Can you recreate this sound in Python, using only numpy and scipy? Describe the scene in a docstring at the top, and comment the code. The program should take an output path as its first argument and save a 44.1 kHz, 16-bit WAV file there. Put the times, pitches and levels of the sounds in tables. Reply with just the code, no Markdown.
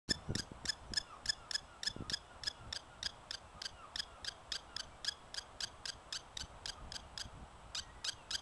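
"""A steady outdoor hush opens, and for two seconds light wind thumps the microphone, then only rumbles.
From the start a prairie dog barks its alarm from a mound on open grass, three or four times a second.
Each bark is one push of air through the vocal folds: a sharp chip, a weak low glide, a rising yip;
a wall sends it back. Gulls cry far away, mostly in the first half, as the yips weaken and rasp more.
Thin whistles of far birds, sparse until then, gather near the end while the barking goes on."""
import sys
import numpy as np
from scipy import signal
from scipy.fft import rfft, irfft, next_fast_len
from scipy.io import wavfile
from scipy.ndimage import uniform_filter1d, map_coordinates

SR = 44100
rng = np.random.default_rng(int(sys.argv[2]) if len(sys.argv) > 2 else 0)


def master_out(mix):
    """Clip the mix to full scale and print it as 16-bit PCM to the path in sys.argv[1]."""
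    frames = np.transpose(np.atleast_2d(mix))
    ceiling = np.clip(frames, -1, 1)
    pcm = np.round(ceiling * 32767).astype(np.int16)
    wavfile.write(sys.argv[1], SR, pcm)


N = 370881
TIME = np.arange(N) / SR


def undb(db):
    return 10 ** (np.asarray(db) / 20)


def unit(x):
    return x / np.sqrt(np.mean(x ** 2) + 1e-18)


def spectrum_db(hz, points):
    """EQ curve: points (f/Hz, level/dB) joined on a log-frequency axis."""
    f, db = np.transpose(points)
    return np.interp(np.log(hz + 1), np.log(f), db)


def bell(x, centre, width):
    return np.exp(-((x - centre) / width) ** 2)


def colour(x, points):
    """EQ a sound with points (f/Hz, level/dB)."""
    size = next_fast_len(len(x))
    gain = undb(spectrum_db(np.fft.rfftfreq(size, 1 / SR), points))
    return irfft(rfft(x, size) * gain, size)[:len(x)]


def noise(points):
    """Unit-level noise coloured by points (f/Hz, level/dB)."""
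    return unit(colour(rng.standard_normal(N), points))


def walk(rate, size):
    """Smooth random drift with `rate` new values a second and a spread near 1."""
    at = np.arange(size) * rate / SR
    return map_coordinates(rng.standard_normal(int(at[-1]) + 2), [at], order=2, mode="nearest")


def add(out, s, x):
    """Mix a sound in at s seconds."""
    i = max(0, int(s * SR))
    out[i:i + len(x)] += x[:N - i]


def scatter(x, t60):
    """Diffuse, fading reflections from banks and buildings."""
    t = np.arange(SR) / SR
    tail = rng.standard_normal(SR) * undb(-60 * t / t60) * (1 - np.exp(-t / 0.0023))
    return signal.fftconvolve(x, tail / np.linalg.norm(tail))[:N]


def hush(level_db=-58.5, swell_db=.5, flicker_db=0.44):
    """Far surf and town: a soft middle band that sways a little under smooth hiss."""
    # tone of the distant bed: f/Hz, level/dB
    bed_spectrum = [(100, -3.5), (400, -5), (700, 2), (1000, 0.5), (1350, -2.5), (1800, -11), (2400, -13),
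                    (3200, -12.5), (4500, -20.5), (7200, -23), (7950, -14.5), (8400, -22), (10200, -25),
                    (11500, -39)]
    bed = noise(bed_spectrum)
    low = signal.sosfilt(signal.butter(1, 1500, fs=SR, output="sos"), bed)
    sway = undb(swell_db * walk(1.49, N) + flicker_db * walk(12, N))
    return undb(level_db) * (bed + low * (sway - 1))


def gulls(octave_db=-11.5):
    """Each cry holds its pitch and then droops; louder ones droop further."""
    # gull cries: t/s, top pitch/Hz, relative level/dB
    cries = [(.22, 1460, -65), (1.004, 1440, -56.5), (1.32, 1440, -61.5), (1.62, 1460, -65),
             (1.9, 1440, -61), (2.211, 1480, -64), (2.51, 1450, -63), (2.83, 1470, -64), (3.44, 1330, -65),
             (3.71, 1450, -57.5), (4.031, 1430, -63), (4.636, 1455, -61.5), (6.65, 1340, -63)]
    out = np.zeros(N)
    u = np.linspace(0, 1, int(.15 * SR))
    for s, top_hz, db in cries:
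        droop = .17 + .022 * (db + 62)
        hz = top_hz * (1 - droop * u ** 3 + 0.0066 * walk(124, len(u)))
        phase = 2 * np.pi * np.cumsum(hz) / SR
        fundamental = 3 * u ** 2 * np.sin(phase)  # takes over as the beak closes
        cry = fundamental + undb(octave_db) * np.sin(2 * phase) + undb(-26) * np.sin(4 * phase)
        add(out, s, undb(db) * unit(cry * np.sqrt(u * (1 - u))))
    return out


def small_birds():
    """Thin whistles: short pure tones that slide up or down."""
    # whistles: t/s, length/s, start pitch/Hz, end pitch/Hz, relative level/dB
    whistles = [(.22, .11, 5500, 6050, -76), (.86, .06, 6150, 5550, -77), (1.11, .06, 6000, 5300, -77),
                (4.88, .08, 2370, 2290, -73), (7.02, .08, 2870, 2830, -72), (7.8, .09, 1920, 1860, -69),
                (7.86, .11, 1860, 2000, -64.5), (7.94, .13, 1950, 1940, -66), (8.15, .12, 2950, 2470, -70)]
    out = np.zeros(N)
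    for s, length, start_hz, end_hz, db in whistles:
        u = np.linspace(0, 1, int(length * SR))
        phase = 2 * np.pi * np.cumsum(start_hz + (end_hz - start_hz) * u) / SR
        add(out, s, undb(db) * unit(np.sin(phase) * np.sqrt(u * (1 - u))))
    return out


def far_birds(scatter_db=-3):
    """Gulls and small birds arrive wavering and blurred by distance."""
    calls = gulls() + small_birds()
    wavering = undb(3 * walk(45, N))
    return .5 * wavering * calls + undb(scatter_db) * scatter(calls, .25)


def wind(calm_db=-65.3, rumble_db=-63, flap_db=-68):
    """Turbulence rumbles on the microphone, brighter as gusts swell over a calm breeze."""
    # gusts: t/s, swell and decay time/s, peak strength/dB
    gusts = [(.11, .04, -50), (.32, .08, -42.5), (.66, .07, -55), (.92, .07, -49), (1.27, .05, -56),
             (2.03, .1, -51.5), (2.68, .07, -51.5), (3.03, .05, -58), (4.33, .1, -60), (6.42, .07, -54),
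             (6.92, .2, -51), (7.38, .13, -54), (7.82, .06, -54), (8.35, .15, -57)]
    gust_power = sum((undb(db) * np.exp(-np.abs(TIME - s) / decay)) ** 2 for s, decay, db in gusts)
    strength_db = 10 * np.log10(undb(calm_db) ** 2 + gust_power)
    drive = strength_db + 63 + 4.5 * walk(30, N)  # flickers; near zero in the calm
    rumble = noise([(12, 0.5), (28, -2.5), (65, 6), (130, -9.5), (500, -41), (2000, -84)])
    flap = noise([(40, -5), (120, -1.5), (300, -15), (500, -22), (3000, -80)])
    return rumble * undb(rumble_db + 0.73 * drive) + flap * undb(flap_db + 1.11 * drive)


def buffets():
    """Single eddies thump the microphone: suction, then a softer rebound of pressure."""
    # eddy hits: t/s, level/dB
    eddies = [(0.092, -31), (.111, -24.5), (0.292, -34), (0.307, -30), (.319, -31), (.357, -25.5),
              (.367, -35), (.397, -33), (0.518, -35), (0.648, -35.5), (.92, -37), (1.965, -32.5),
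              (2.007, -31), (2.023, -33), (2.119, -34.5)]
    out = np.zeros(N)
    t = np.arange(900) / SR
    for s, db in eddies:
        width = .00075 * (1 + 0.25 * rng.uniform(-1.1, 1))
        thump = 0.57 * bell(t, 0.00655, 2 * width) - bell(t, 0.00497, width)
        add(out, s - .005, undb(db) * thump)
    return out


def throat(hz, mouth_db, bright_db):
    """Gain of the prairie dog's throat and mouth, shaping both harmonics and breath."""
    # resonances of throat and mouth: f/Hz, level/dB
    formants = [(1200, -9), (1700, -6.1), (2200, -8), (2600, -7), (3400, -5), (3900, 2.5), (4400, -1),
                (5100, 2.5), (5900, -5.5), (7000, -12), (7800, -10.5), (9000, -17), (10700, -14),
                (12000, -27.5)]
    treble_shelf = np.clip((hz - 5400) / 1200, 0, 1)
    return undb(spectrum_db(hz, formants) + mouth_db * bell(hz, 3520, 600) + bright_db * treble_shelf)


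def bark_envelope(ms, chip_ms, end_ms, chip_db, dip_db, yip_db, bright_db):
    """Chip, dip, glide and yip; air kept up through the dip makes the glide louder."""
    glide_db = -43.8 + .3 * (dip_db + 43) + .95 * bright_db
    # breakpoints: t/ms, level/dB
    chip = [(0, chip_db - 6), (1, chip_db + 1), (chip_ms - 1, chip_db + 0.5)]
    dip = [(chip_ms + 1, dip_db + 9.5), (13, dip_db + 0.5), (end_ms - 31, dip_db + 4)]
    glide = [(end_ms - 27, glide_db + 1.5), (end_ms - 21, glide_db + 2)]
    yip = [(end_ms - 12, yip_db), (end_ms - 3, yip_db), (end_ms, yip_db - 7.5), (end_ms + 7, yip_db - 48)]
    knots_ms, knots_db = np.transpose(chip + dip + glide + yip)
    return undb(np.interp(ms, np.maximum.accumulate(knots_ms), knots_db))


def flutter(rough, slack, in_yip):
    """A slower second vibration of the folds chops the voice into uneven bursts and jolts its phase."""
    cycles = np.cumsum(rng.uniform(185, 250) * (1 + .2 * walk(200, len(rough)))) / SR + rng.random()
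    jolt, height = uniform_filter1d(rng.standard_normal((2, 40))[:, cycles.astype(int)], size=24)
    # slack folds open only briefly, so the dip creaks; chip and glide run more evenly
    depth = np.clip(1.3 * rough, 0, .94) * (.72 + .28 * np.maximum(slack, in_yip))
    opening = np.abs(np.sin(np.pi * cycles)) ** (1.2 + 5 * slack) * (1.45 + .7 * slack)
    gate = (1 - depth + depth * opening) * undb(2 * depth * height)
    return gate, jolt


def bark(end_ms, chip_hz, chip_db, dip_db, yip_hz, yip_db, mouth_db, bright_db):
    """One push of air: the folds chip, slacken, tighten into the yip and stop short."""
    size = 3300
    ms = np.arange(size) / SR * 1000
    chip_ms = 5.5 + .25 * (chip_db + 37)  # stronger chips last longer
    rasp = np.clip(.08 * (-29 - yip_db), 0, .54)  # weak yips rasp
    hoarse = np.clip(.045 * (-43 - dip_db), 0, .85)  # a deep dip leaves the glide hoarse
    in_chip = np.interp(ms, [chip_ms - 1.2, chip_ms + 1.72], [1, 0])
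    slack = (1 - in_chip) * np.interp(ms, [end_ms - 31, end_ms - 25], [1, 0])
    in_yip = np.interp(ms, [end_ms - 22, end_ms - 15], [0, 1])
    rough = np.clip((1 - in_chip) * (hoarse + in_yip * (rasp - hoarse)) + 0.59 * in_chip, 0, 1)
    gate, jolt = flutter(rough, slack, in_yip)
    # pitch: a brief high chip, then an arch from the slack pitch, flatter on top in rasping yips
    from_top = ms - (end_ms - 8.5)
    arch = np.exp(-np.abs(from_top / np.where(from_top < 0, 16.5, 13.5)) ** (2 + rasp))
    arch_hz = yip_hz * (.775 + .225 * arch)
    hz = arch_hz + in_chip * (chip_hz - arch_hz)
    jitter = (.004 + .035 * rough ** 2) * walk(1500, size)
    phase = 2 * np.pi * (np.cumsum(hz * (1 + jitter)) / SR + .14 * jolt * rough)
    k = np.arange(1, 9)[:, None]
    rolloff = np.interp(k * hz, [7900, 8600], [1, .25])  # the top of the voice is mostly air
    partials = throat(k * hz, mouth_db, bright_db) * rolloff
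    voice = np.sum(partials * np.sin(k * phase + k ** 2), axis=0)
    voice /= np.sqrt(np.sum(partials ** 2, axis=0) / 2)
    # breath pulses with the folds and grows with roughness
    rush = rng.standard_normal(size) * (1 + np.cos(phase))
    air_tone = throat(np.fft.rfftfreq(size, 1 / SR), mouth_db, bright_db) ** 0.73
    air = unit(irfft(rfft(rush) * air_tone, size))
    air_share = .17 + .42 * rough ** 1.5
    envelope = bark_envelope(ms, chip_ms, end_ms, chip_db, dip_db, yip_db, bright_db)
    return (voice * np.sqrt(1 - air_share ** 2) + air_share * air) * gate * envelope


def reflections(barks, wall_db=-19, tail_db=-25.8):
    """A slap from the wall and a thin tail; returning over grass favours the middle harmonics."""
    # lag of the wall echo as the listener walks: t/s, delay/ms
    echo_lag = [(0, 32.6), (2.5, 32), (5, 36), (8.4, 37)]
    returned = colour(barks, [(1700, -3.5), (2800, -1), (3450, 10.5), (4100, -2),
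                              (5200, -4), (6200, 6.5), (7200, -8), (11000, 2)])
    delay_s = np.interp(TIME, *np.transpose(echo_lag)) / 1000
    slap = np.interp(TIME - delay_s, TIME, returned)
    smear = scatter(slap, t60=0.13)
    return undb(wall_db) * (slap + 0.24 * smear) + undb(tail_db) * scatter(returned, t60=0.57)


def prairie_dog(direct_db=0.12):
    """A bout of alarm barks whose tone changes slowly, with their reflections."""
    # barks: t/s, length/ms, chip pitch/Hz, chip level/dB, dip level/dB, yip pitch/Hz, yip level/dB
    bout = [(0.072, 50, 1800, -39, -59, 1778, -29), (0.352, 55, 1810, -34, -57, 1650, -36),
            (0.654, 52, 1850, -35.5, -58, 1735, -31), (0.936, 50, 1730, -38, -70, 1750, -29.5),
            (1.257, 50, 1760, -37.5, -58, 1742, -29), (1.51, 53, 1770, -35, -63, 1722, -31),
            (1.832, 52, 1850, -36.5, -56, 1742, -31.5), (2.097, 52, 1810, -35.5, -55, 1712, -32.5),
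            (2.435, 51, 1745, -39, -62, 1720, -33), (2.726, 48, 1800, -34.5, -66, 1618, -39),
            (3.028, 44, 1850, -36.5, -58, 1682, -35), (3.308, 48, 1730, -36.5, -60, 1582, -41.5),
            (3.617, 52, 1670, -38.5, -65, 1612, -37.5), (3.957, 50, 1790, -36.5, -56, 1690, -35),
            (4.245, 47, 1800, -36.5, -54, 1635, -36.5), (4.519, 50, 1760, -36, -48, 1610, -39),
            (4.764, 46, 1705, -34.5, -100, 1580, -37.5), (5.046, 49, 1800, -37.5, -53, 1692, -31.3),
            (5.343, 51, 1780, -39, -65, 1648, -37.5), (5.605, 44, 1715, -37.5, -55, 1620, -36.5),
            (5.855, 49, 1680, -36, -59, 1622, -38), (6.125, 50, 1720, -35, -48, 1592, -41),
            (6.37, 55, 1900, -36.5, -64, 1555, -42.5), (6.657, 48, 1695, -38, -61, 1612, -40),
            (6.92, 49, 1655, -38, -72, 1615, -41), (7.176, 46, 1685, -38.5, -62, 1625, -39),
            (7.748, 54, 1645, -37.5, -45.5, 1570, -39), (8.044, 56, 1705, -40, -44.5, 1615, -35),
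            (8.307, 54, 1715, -36, -46, 1640, -34.5)]
    # slow change of tone: t/s, lower resonance/dB, brightness/dB
    tone_drift = [(0, -6.5, 4.5), (1.3, -6, 4), (2.1, -.5, 1.5), (3, .5, -2), (4.3, 3, -1.5), (5.4, 1.5, 2.5),
                  (7, 3.5, 3), (8.4, 4.5, 3.5)]
    times, resonance, brightness = np.transpose(tone_drift)
    barks = np.zeros(N)
    for s, *push in bout:
        add(barks, s, bark(*push, np.interp(s, times, resonance), np.interp(s, times, brightness)))
    return undb(direct_db) * barks + reflections(barks)


def scene():
    """The prairie dog in front of birds, wind and hush, in mono."""
    return (prairie_dog() + far_birds() + wind() + buffets() + hush())[None]


def record(dry, start_s=.078, top_hz=11400):
    """The microphone opens after a moment and cuts the top."""
    fade_in = np.clip((TIME - start_s) / .01, 0, 1)
    return signal.sosfilt(signal.ellip(8, .2, 70, top_hz, fs=SR, output="sos"), dry * fade_in)


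dry = scene()
out = record(dry)
master_out(out)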